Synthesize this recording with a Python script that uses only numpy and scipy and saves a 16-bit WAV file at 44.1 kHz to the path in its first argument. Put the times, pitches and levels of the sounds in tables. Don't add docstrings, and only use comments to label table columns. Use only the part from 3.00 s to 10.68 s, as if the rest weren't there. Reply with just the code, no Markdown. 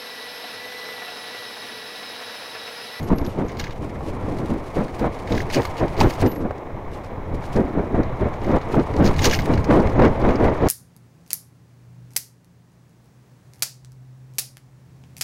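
import sys
import numpy as np
from scipy import signal
from scipy.fft import rfft, irfft, next_fast_len
from scipy.io import wavfile
from scipy.ndimage import uniform_filter1d

SR = 44100
rng = np.random.default_rng(int(sys.argv[2]) if len(sys.argv) > 2 else 0)


def file_out(sig):
    cols = np.atleast_2d(sig).T
    lim = np.clip(cols, -1, 1)
    pcm = np.round(lim * 32767).astype(np.int16)
    wavfile.write(sys.argv[1], SR, pcm)


N = 338678

# [t/s, headwind rumble level/dB, air streaming past the microphone level/dB,
# tyre roar level/dB, leaf crunch level/dB, chain chatter level/dB]
RIDE = [(0.0, -33, -41, -38, -54.5, -44), (0.53, -33, -43, -38, -59.5, -47),
        (0.81, -30, -44, -39.5, -59, -67), (1.32, -29, -32.5, -34.5, -54.5, -68),
        (1.75, -33, -40, -36, -55, -53), (3.19, -29, -39.5, -31, -51.5, -49),
        (3.36, -35, -39, -38.5, -58.5, -52), (3.7, -34, -38, -37, -79, -67),
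        (4.34, -29, -36, -36.5, -69, -61), (4.58, -31.5, -40, -33.5, -57.5, -60),
        (4.96, -31.5, -44, -35, -65, -55), (5.35, -25.5, -37, -33.5, -61.5, -59),
        (5.73, -30.5, -55, -31.5, -55, -51), (5.99, -25.5, -21, -33.5, -52.5, -41),
        (6.25, -24, -48, -30, -51, -66), (6.54, -30, -36.5, -32.5, -52, -49),
        (6.95, -23, -31, -29, -55.5, -47), (7.68, -27.5, -45, -29, -58.5, -39)]
BOBS = [(0.004, 0.021, 0.028, 0.049, -31, 287, -30, -45), (0.116, 0.016, 0.044, 0.041, -16, 273, -30, -33),
        (0.18, 0.056, 0.056, 0.098, -27, 288, -35, -48), (0.393, 0.031, 0.039, 0.063, -18, 257, -35, -37.5),
        (0.545, 0.087, 0.095, 0.076, -34, 284, -42, -48), (0.84, 0.013, 0.059, 0.11, -27.5, 270, -46, -42),
        (1.098, 0.026, 0.13, 0.11, -32.5, 285, -41, -55), (1.273, 0.025, 0.023, 0.078, -29, 282, -37, -51),
        (1.507, 0.021, 0.16, 0.096, -22, 282, -35, -47),
        (1.772, 0.049, 0.021, 0.047, -19.5, 296, -37, -33.5),
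        (2.021, 0.054, 0.031, 0.031, -19, 315, -32, -33),
        (2.317, 0.042, 0.062, 0.055, -22, 308, -27.5, -41),
        (2.58, 0.017, 0.049, 0.03, -14, 350, -21, -26.5),
        (2.806, 0.035, 0.019, 0.047, -16.5, 413, -35, -47),
        (3.001, 0.062, 0.02, 0.035, -15, 353, -17.5, -29), (3.231, 0.032, 0.017, 0.045, -15, 300, -21, -34),
        (3.448, 0.0088, 0.15, 0.056, -20.5, 284, -42, -64),
        (3.476, 0.016, 0.028, 0.056, -41, 364, -37, -67), (4.332, 0.015, 0.03, 0.098, -31, 302, -29, -62),
        (4.57, 0.022, 0.02, 0.095, -13, 305, -30, -35.5), (4.773, 0.025, 0.054, 0.087, -20, 314, -35, -46),
        (4.949, 0.063, 0.052, 0.046, -18.5, 334, -26, -38),
        (5.074, 0.065, 0.028, 0.052, -39, 325, -32, -44),
        (5.218, 0.052, 0.041, 0.027, -22.5, 340, -35, -38), (5.507, 0.054, 0.084, 0.03, -15, 322, -40, -31),
        (5.791, 0.015, 0.105, 0.021, -13, 343, -19, -39), (5.994, 0.11, 0.014, 0.034, -13.5, 320, -25, -32),
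        (6.188, 0.03, 0.026, 0.079, -38, 230, -25, -45), (6.268, 0.014, 0.06, 0.072, -17.5, 380, -20, -22),
        (6.37, 0.017, 0.087, 0.057, -32, 259, -24.5, -42), (6.421, 0.016, 0.067, 0.026, -33, 187, -22, -53),
        (6.491, 0.048, 0.032, 0.034, -15.5, 295, -28, -36), (6.563, 0.03, 0.028, 0.072, -32, 273, -23, -50),
        (6.711, 0.064, 0.048, 0.084, -10.5, 312, -33, -25.5),
        (6.832, 0.032, 0.056, 0.11, -27, 313, -31, -34), (7.022, 0.039, 0.064, 0.046, -9, 383, -31, -30),
        (7.252, 0.056, 0.071, 0.061, -15.5, 324, -28, -30),
        (7.435, 0.052, 0.101, 0.057, -13.5, 395, -19, -29.5),
        (7.631, 0.049, 0.044, 0.026, -15, 370, -29, -34)]
# [start of the top t/s, hold t/s, chain chatter level/dB,
# leaf crunch level/dB, jingle of small steel parts level/dB]
BUMPS = [(.255, 0.014, -47, -80, -76), (.375, 0.012, -54, -60, -76), (.592, 0.022, -25, -59, -55),
         (.64, 0.088, -39, -76, -72), (.81, 0.022, -52, -61, -79), (1.07, .03, -55, -56, -79),
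         (1.755, .03, -43, -51, -68), (1.988, 0.027, -48, -54, -65), (2.13, .02, -45, -60, -75),
         (2.3, 0.12, -29, -57, -61), (2.5, 0.022, -38, -52, -68), (2.536, 0.024, -20, -35, -52),
         (2.61, 0.062, -40, -50, -57), (2.78, 0.022, -30, -48, -65), (2.995, 0.021, -25, -36, -49),
         (3.04, 0.11, -34, -54, -57), (3.2, 0.017, -31, -45.5, -61), (3.255, .02, -33, -62, -71),
         (3.915, 0.062, -55, -56.5, -75), (4.04, 0.024, -47, -57, -79), (4.35, 0.022, -54, -58, -79),
         (4.43, 0.045, -46, -51.5, -72), (4.53, .04, -53, -52.5, -73), (5.17, 0.024, -55, -64, -79),
         (5.42, 0.095, -39, -69, -72), (5.72, 0.033, -43, -54, -65), (6.048, 0.022, -18, -49, -50),
         (6.19, 0.015, -26, -48, -60), (6.24, 0.026, -10.5, -34, -42), (6.29, .02, -39, -43, -62),
         (6.325, 0.026, -17, -41, -44), (6.385, 0.022, -34, -63, -52), (6.452, 0.016, -44, -51, -77),
         (6.535, 0.017, -31, -60, -70), (6.71, 0.049, -48, -49, -71), (7.02, 0.033, -28, -49, -66),
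         (7.27, 0.072, -47, -58, -72), (7.43, 0.029, -43, -51, -73), (7.65, .02, -42, -59, -68)]
BUMP_RISE_S, BUMP_FALL_S = 0.018, 0.036


def gain_of(db):
    return 10 ** (np.asarray(db) / 20)


def evened(x):
    return x / np.sqrt(np.mean(x ** 2) + 1e-20)


def read(points, hz):
    f, value = np.transpose(points)
    return np.interp(np.log(hz + 1), np.log(f + 1), value)


def curve(rows, column):
    rows = np.array(rows)
    return np.interp(np.arange(N) / SR, rows[:, 0], rows[:, column])


def add(mix, s, sound):
    part = mix[round(s * SR):][:len(sound)]
    part += sound[:len(part)]


def swells(rows, column, rise_s, fall_s):
    out = np.zeros(N)
    t = np.arange(-.3, .5, 1 / SR)
    rises, falls = rise_s * np.ones(len(rows)), fall_s * np.ones(len(rows))
    for row, rise, fall in zip(rows, rises, falls):
        before = np.maximum(-t, 0) / max(rise, .005)
        after = np.maximum(t - row[1], 0) / max(fall, .005)
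        swell = gain_of(row[column] - 20 * (before + after))
        start_s = row[0] + t[0]
        early = max(-round(start_s * SR), 0)
        add(out, max(start_s, 0), swell[early:])
    return out


def resonate(x, hz, width):
    turn = np.exp(2j * np.pi * np.cumsum(hz * np.ones(len(x))) / SR)
    r = np.exp(-np.pi * width / SR)
    return 2 * (turn * signal.lfilter([1 - r], [1, -r], x / turn + 1e-18)).real


def filtered(x, points):
    size = next_fast_len(N)
    gain = gain_of(read(points, np.fft.rfftfreq(size, 1 / SR)))
    return irfft(rfft(x, size) * gain, size)[:N]


def coloured(x, points):
    return evened(filtered(x, points))


def flicker(per_s, depth_db):
    knots = rng.standard_normal(int(N / SR * 400))
    knots = evened(uniform_filter1d(knots, max(round(400 / per_s), 1)))
    wander = np.interp(np.arange(N), np.linspace(0, N, len(knots)), knots)
    return evened(gain_of(depth_db * wander))


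def snaps(per_s, spread_db):
    draw, size, sign = rng.random(N), rng.exponential(1, N), rng.standard_normal(N)
    happens = draw < per_s / SR
    return evened(happens * gain_of(spread_db * np.minimum(size, 4)) * sign)


def hiss_floor():
    # [f/Hz, relative level/dB per Hz]
    hiss = [(2500, -29), (4000, -7), (5500, 0), (7700, -8), (15600, -9)]
    return gain_of(-67) * coloured(rng.standard_normal(N), hiss)


def headwind_rumble():
    # [f/Hz, relative level/dB per Hz]
    low_wind = [(7.1, 2), (12, 0.5), (49, -7.5), (80, -1.5), (112, -5.5), (125, -5.5), (300, -22),
                (390, -60), (660, -120)]
    lumps = flicker(25, depth_db=2.6) * flicker(6.4, depth_db=2.0)
    rumble = coloured(rng.standard_normal(N), low_wind) * lumps
    push = gain_of(curve(RIDE, column=1)) + swells(BOBS, column=6, rise_s=0.033, fall_s=0.031)
    return push * rumble


def buffeting():
    # [f/Hz when centred on 300 Hz, relative level/dB]
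    gust = [(40, 2), (120, 1.5), (300, 5), (500, -1), (900, -15.5), (1600, -23.5), (3500, -54.5),
            (9000, -103)]
    hz, t, z = signal.stft(rng.standard_normal(N), SR, nperseg=1024, noverlap=768)
    bobs = np.array(BOBS).T
    centre_hz = np.interp(t, bobs[0], bobs[5])
    shape = gain_of(read(gust, hz[:, None] * 300 / centre_hz))
    shape /= np.sqrt(np.mean(shape ** 2, axis=0))
    eddies = evened(signal.istft(z * shape, SR, nperseg=1024, noverlap=768)[1][:N])
    eddies = eddies * flicker(60, depth_db=2.5)
    force = gain_of(curve(RIDE, column=2)) + swells(BOBS, column=4, rise_s=bobs[2], fall_s=bobs[3])
    return force * eddies


def whistle(hz, level, width_hz):
    once = resonate(rng.standard_normal(N), hz, width_hz)
    return level * evened(resonate(once, hz, width_hz))


def jingle():
    level = swells(BUMPS, column=4, rise_s=BUMP_RISE_S, fall_s=BUMP_FALL_S)
    return whistle(13800, level, width_hz=1000)


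def brake_squeak():
    # [start of the top t/s, hold t/s, level/dB, centre f/Hz]
    squeaks = [(.035, .022, -53, 11600), (.178, 0.0088, -47, 11570), (.265, .026, -55, 11600),
               (.455, .04, -69, 11650), (3.285, 0.034, -44, 12100), (3.35, 0.037, -56, 11650)]
    level = swells(squeaks, column=2, rise_s=0.033, fall_s=0.035)
    return whistle(curve(squeaks, column=3), level, width_hz=320)


def leaf_crunch():
    # [f/Hz, relative level/dB per Hz]
    leaf_colour = [(1500, -37), (2500, 4), (3300, -1.5), (4500, -2.5), (6000, -5.5), (7600, -9.5),
                   (10000, -10.5), (12500, -16.5), (14500, -22), (16000, -25)]
    clumps = flicker(60, depth_db=3.5)
    breaking = 0.6 * rng.standard_normal(N) + 0.53 * snaps(2200, spread_db=1.5)
    leaves = coloured(breaking, leaf_colour) * clumps
    crunch = gain_of(curve(RIDE, column=4)) * flicker(25, depth_db=1.5)
    crunch += swells(BUMPS, column=3, rise_s=BUMP_RISE_S, fall_s=BUMP_FALL_S)
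    return crunch * leaves


def tyre_roar():
    # [f/Hz, relative level/dB per Hz]
    roar_colour = [(180, -42), (300, -3.5), (502, -0.5), (619, -1), (725, -1.5), (861, -2), (1090, -4.5),
                   (1480, -16), (2220, -14.5), (2710, -27), (4080, -31.5), (4470, -44), (6140, -45),
                   (7000, -46), (9100, -68), (15400, -120)]
    soil = rng.standard_normal(N) + .22 * snaps(700, spread_db=3.0)
    roar = coloured(soil, roar_colour) * flicker(80, depth_db=1.3)
    load = swells(BOBS, column=7, rise_s=0.033, fall_s=0.02)
    return (gain_of(curve(RIDE, column=3)) + load) * roar


def thuds():
    # [t/s, level before attack and decay/dB, centre f/Hz]
    hits = [(0.102, -17.5, 918), (0.492, -34, 692), (1.006, -21, 673), (1.306, -28, 576), (2.041, -13, 666),
            (2.65, -22, 1120), (2.8, -18, 501), (3.01, -4.5, 746), (3.106, -41, 587), (3.22, -11.5, 517),
            (3.507, -15, 604), (4.334, -33, 519), (4.978, -31, 608), (5.206, -17, 530), (5.487, -20, 646),
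            (5.565, -9.5, 664), (5.692, -30, 785), (5.741, -9, 729), (5.869, -22, 815), (5.986, -19, 635),
            (6.11, -9.5, 566), (6.245, -13.5, 1640), (6.996, -7.5, 587), (7.114, -29, 517),
            (7.248, -10.5, 519)]
    t60_s, attack_s, width_hz = 0.033, 0.0027, 400
    out = np.zeros(N)
    t = np.arange(4000) / SR
    for s, db, hz in hits:
        once = resonate(rng.standard_normal(len(t)), hz, width_hz)
        band = evened(resonate(once, hz, width_hz))
        add(out, s, band * gain_of(db - 60 * t / t60_s) * np.minimum(t / attack_s, 1))
    return out


def knocks(mode_hz):
    # [t/s, scrape level/dB, favoured mode f/Hz, treble level/dB,
    # body level/dB, decay t60/s]; treble and body are relative to the scrape
    strikes = [(0.0283, -33, 6510, -3, -6, 0.044), (0.1837, -23.5, 5000, -27, -10, 0.029),
               (0.214, -32, 3290, -20, -1, 0.035), (0.247, -29, 5220, -22, -4, 0.035),
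               (0.2638, -26, 3760, -28, -11, 0.032), (0.3351, -53, 5140, -20, -6, 0.035),
               (0.4828, -33, 6580, -17, -2, 0.04), (0.4923, -33, 3200, -20, -1, 0.11),
               (0.5174, -31, 3240, -16, -9, 0.04), (0.57, -28, 3720, -18, -11, 0.035),
               (0.5955, -14, 3920, -18, -11, 0.052), (0.6393, -22, 3770, -31, -2, 0.067),
               (0.6674, -33, 3340, -33, 3, 0.055), (0.7075, -29, 3750, -26, -6, 0.04),
               (0.8949, -37, 3480, -18, -2, 0.039), (0.9557, -41, 3460, -19, 9, 0.045),
               (1.385, -28.5, 3330, -7, -16, 0.04), (1.7619, -33, 4080, -14, -3, 0.035),
               (1.8465, -34, 3860, -21, -5, 0.035), (1.8806, -34, 4090, -12, 2, 0.042),
               (1.9934, -27, 3970, -7, -2, 0.043), (2.2737, -28.5, 3690, -22, 1, 0.041),
               (2.3012, -34, 4560, -26, 2, 0.041), (2.3211, -18, 3750, -31, -7, 0.039),
               (2.3496, -21.5, 3760, -27, -10, 0.051), (2.378, -18.5, 4400, -18, 0, 0.024),
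               (2.4034, -23, 4420, -19, 5.5, 0.026), (2.5005, -21.5, 4140, -26, -1, 0.046),
               (2.5104, -25, 4130, -23, -4, 0.035), (2.5334, -16.5, 6570, -15, -2.5, 0.035),
               (2.5441, -10, 4730, -13, -8.5, 0.042), (2.5554, -16, 4900, -23, -7, 0.035),
               (2.5704, -20, 4160, -20, 1, 0.035), (2.6177, -19, 3290, -21, -8, 0.027),
               (2.6304, -25, 5210, -11, -1, 0.027), (2.652, -13, 4200, -10, -7, 0.025),
               (2.7686, -27, 3440, -16, -5, 0.043), (2.781, -26, 4120, -15, -5, 0.04),
               (2.8804, -28.5, 3200, -14, -6, 0.04), (2.9662, -30, 4660, -18, 2, 0.044),
               (2.9766, -25, 4120, -17, -3, 0.04), (3.0026, -7, 4770, -24, -18, 0.033),
               (3.0104, -5, 4170, -21, -15, 0.03), (3.0334, -23.5, 4160, -22, 0, 0.035),
               (3.0504, -40, 5250, -20, -1, 0.029), (3.1052, -16.5, 4150, -9, -5, 0.026),
               (3.1532, -34, 3390, -18, -4, 0.035), (3.2021, -30, 4800, -15, 0, 0.035),
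               (3.2131, -22, 4130, 2, -3, 0.032), (3.2254, -27, 4030, -22, 6, 0.035),
               (3.2615, -21, 5300, -6, -2, 0.032), (3.3154, -29, 4170, -17, -7, 0.048),
               (3.359, -35, 4810, -8, 1, 0.047), (3.5798, -36, 3200, -12, -5, 0.032),
               (3.916, -42, 3360, -4, 1, 0.035), (4.0452, -41, 3430, -19, 7, 0.035),
               (4.4199, -40, 4210, -19, 8, 0.035), (4.4383, -37, 3430, -17, 0, 0.035),
               (4.5406, -34, 4010, -16, -10, 0.035), (4.56, -26, 4200, -27, -13, 0.033),
               (4.6613, -41, 4010, -25, -8, 0.035), (5.0315, -32.5, 4160, -33, 1, 0.046),
               (5.3378, -33.5, 3260, -13, -1, 0.044), (5.4156, -32, 3390, -27, -6, 0.035),
               (5.444, -28.5, 3920, -26, -1, 0.035), (5.5129, -32, 3210, -13, -4, 0.035),
               (5.6131, -31, 3780, -29, -2, 0.062), (5.7284, -33, 4150, -18, -5, 0.035),
               (5.7513, -33, 3240, -19, -7, 0.035), (5.7957, -27, 3220, -24, -4, 0.035),
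               (5.9374, -33, 3820, -16, 5, 0.052), (5.965, -21.5, 4010, -25, -10, 0.024),
               (5.9943, -43, 3660, -25, -5, 0.035), (6.0227, -30, 3840, -23, -4, 0.035),
               (6.043, -22, 4630, -21, -11, 0.049), (6.0606, -13.5, 5210, -22, -13, 0.062),
               (6.0736, -15, 4240, -23, -13, 0.043), (6.1389, -29.5, 4170, -17, 1, 0.06),
               (6.162, -24, 3910, -17, -10, 0.053), (6.1824, -21, 5310, -13, -9, 0.035),
               (6.1908, -12.5, 3750, -23, -5.5, 0.035), (6.2196, -15, 6550, -23, -10, 0.059),
               (6.2314, -15, 6600, -23, -29, 0.031), (6.244, -0.5, 6560, -24, -19, 0.031),
               (6.2537, 1.5, 6540, -20, -18, 0.048), (6.2684, -28.5, 3850, -14, 12, 0.047),
               (6.2966, -11.5, 4140, -32, -10, 0.033), (6.3104, -10, 5830, -30, -13, 0.039),
               (6.3264, -23, 5050, -22, 8, 0.061), (6.3345, -10, 5080, -23, -9, 0.061),
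               (6.3484, -22, 5350, -16, -4, 0.035), (6.3889, -17, 3800, -27, 1, 0.026),
               (6.3964, -22, 3740, -19, -3, 0.043), (6.418, -22, 3320, -12, -22, 0.03),
               (6.4562, -22, 3990, -3, 2, 0.032), (6.537, -20, 4160, -28, -2.5, 0.035),
               (6.576, -24, 4080, -26, 6, 0.033), (6.6428, -21, 5450, -15, -9, 0.043),
               (6.7201, -33, 3420, -25, -1, 0.032), (6.8003, -23, 3350, -20, -8, 0.039),
               (6.8713, -23, 3360, -25, -1, 0.027), (6.8957, -29, 5240, -21, 0, 0.04),
               (7.016, -29, 3470, -26, 3, 0.035), (7.2143, -26, 3420, -30, -7, 0.035),
               (7.289, -26, 3200, -25, 2, 0.035), (7.3058, -25.5, 3470, -17, 1, 0.035),
               (7.3553, -24, 4980, -28, -17, 0.041), (7.4415, -26.5, 4020, -20, 8, 0.041),
               (7.634, -46, 3320, -24, 3, 0.035)]
    t = np.arange(4000) / SR
    drive = np.zeros((len(mode_hz), N))
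    cracks, tops, bodies = np.zeros((3, N))
    for s, db, favoured_hz, treble_db, body_db, t60 in strikes:
        decay = gain_of(db - 60 * t / max(t60, .004))
        scrape = rng.standard_normal(len(t)) * decay * np.minimum(t / .0012, 1)
        near_db = 7 - np.minimum(90 * abs(np.log2(mode_hz / favoured_hz)), 15)
        modes_db = np.where(mode_hz < 2800, body_db - 7, near_db)
        modes_db = modes_db + 3 * rng.standard_normal(len(mode_hz))
        for row, mode_db in zip(drive, modes_db):
            add(row, s, gain_of(mode_db) * scrape)
        add(cracks, s, scrape + 1.2 * resonate(scrape, favoured_hz, 1200))
        add(tops, s, gain_of(treble_db) * scrape)
        add(bodies, s, gain_of(body_db) * scrape)
    return drive, cracks, tops, bodies


def chatter():
    touches = abs(snaps(600, spread_db=3))
    decay_s = 0.0016
    grains = signal.lfilter([1], [1, -np.exp(-1 / (decay_s * SR))], touches)
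    grains = evened(grains * rng.standard_normal(N))
    shaking = gain_of(curve(RIDE, column=5)) * flicker(45, depth_db=5.0)
    shaking += swells(BUMPS, column=2, rise_s=BUMP_RISE_S, fall_s=BUMP_FALL_S)
    return shaking, grains


def rattle():
    # [f/Hz, width before damping/Hz, relative level/dB]
    modes = [(1640, 98, 0), (2150, 35, -2), (2500, 30, -6), (2920, 110, -2), (3330, 46, -9),
             (3760, 120, -7), (4170, 120, -8), (4640, 80, -8), (5050, 140, -7), (5850, 110, -6),
             (6570, 38, 0), (7040, 140, -13)]
    # [f/Hz, level/dB]
    crack_colour = [(1500, -21), (2800, -18), (4500, -9.5), (6800, -12.5), (7800, -32)]
    # [f/Hz, level/dB]
    top_colour = [(5500, -46), (7500, -9), (10000, -11), (13000, -20), (15700, -13)]
    # [f/Hz, level/dB]
    body_colour = [(900, -26), (1400, 4), (2200, 8), (3000, -18), (4000, -47)]
    # [f/Hz, level/dB]
    ring_colour = [(1000, -30), (1600, 1), (2500, 0), (3500, -7), (5000, -10.5), (7000, -25), (8200, -13),
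                   (15000, -56)]
    mode_hz = np.array(modes)[:, 0]
    drive, cracks, tops, bodies = knocks(mode_hz)
    shaking, grains = chatter()
    for row, low in zip(drive, mode_hz < 2800):
        add(row, 0, gain_of(-8 * low) * shaking * np.roll(grains, rng.integers(N)))
    damping = 2
    rings = np.zeros(N)
    for row, (hz, width, db) in zip(drive, modes):
        ring = resonate(row, hz, damping * width)
        rings += gain_of(db) * ring * np.sqrt(SR / width) / 12
    contact = filtered(cracks + shaking * grains, crack_colour)
    contact += filtered(tops, top_colour) + filtered(bodies, body_colour)
    return filtered(rings, ring_colour) + contact


def scene():
    background = hiss_floor() + headwind_rumble() + buffeting()
    steel = jingle() + brake_squeak()
    tyres = leaf_crunch() + tyre_roar() + thuds()
    return (background + steel + tyres + rattle())[None]


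def record(dry):
    overload, edge_hz = 0.4, 15770
    flattened = dry / (1 + abs(dry / overload) ** 9.4) ** (1 / 7.9)
    low_pass = signal.firwin(1023, edge_hz, window=("kaiser", 9), fs=SR)
    return signal.oaconvolve(flattened, low_pass[None], "same")


dry = scene()
out = record(dry)
file_out(out)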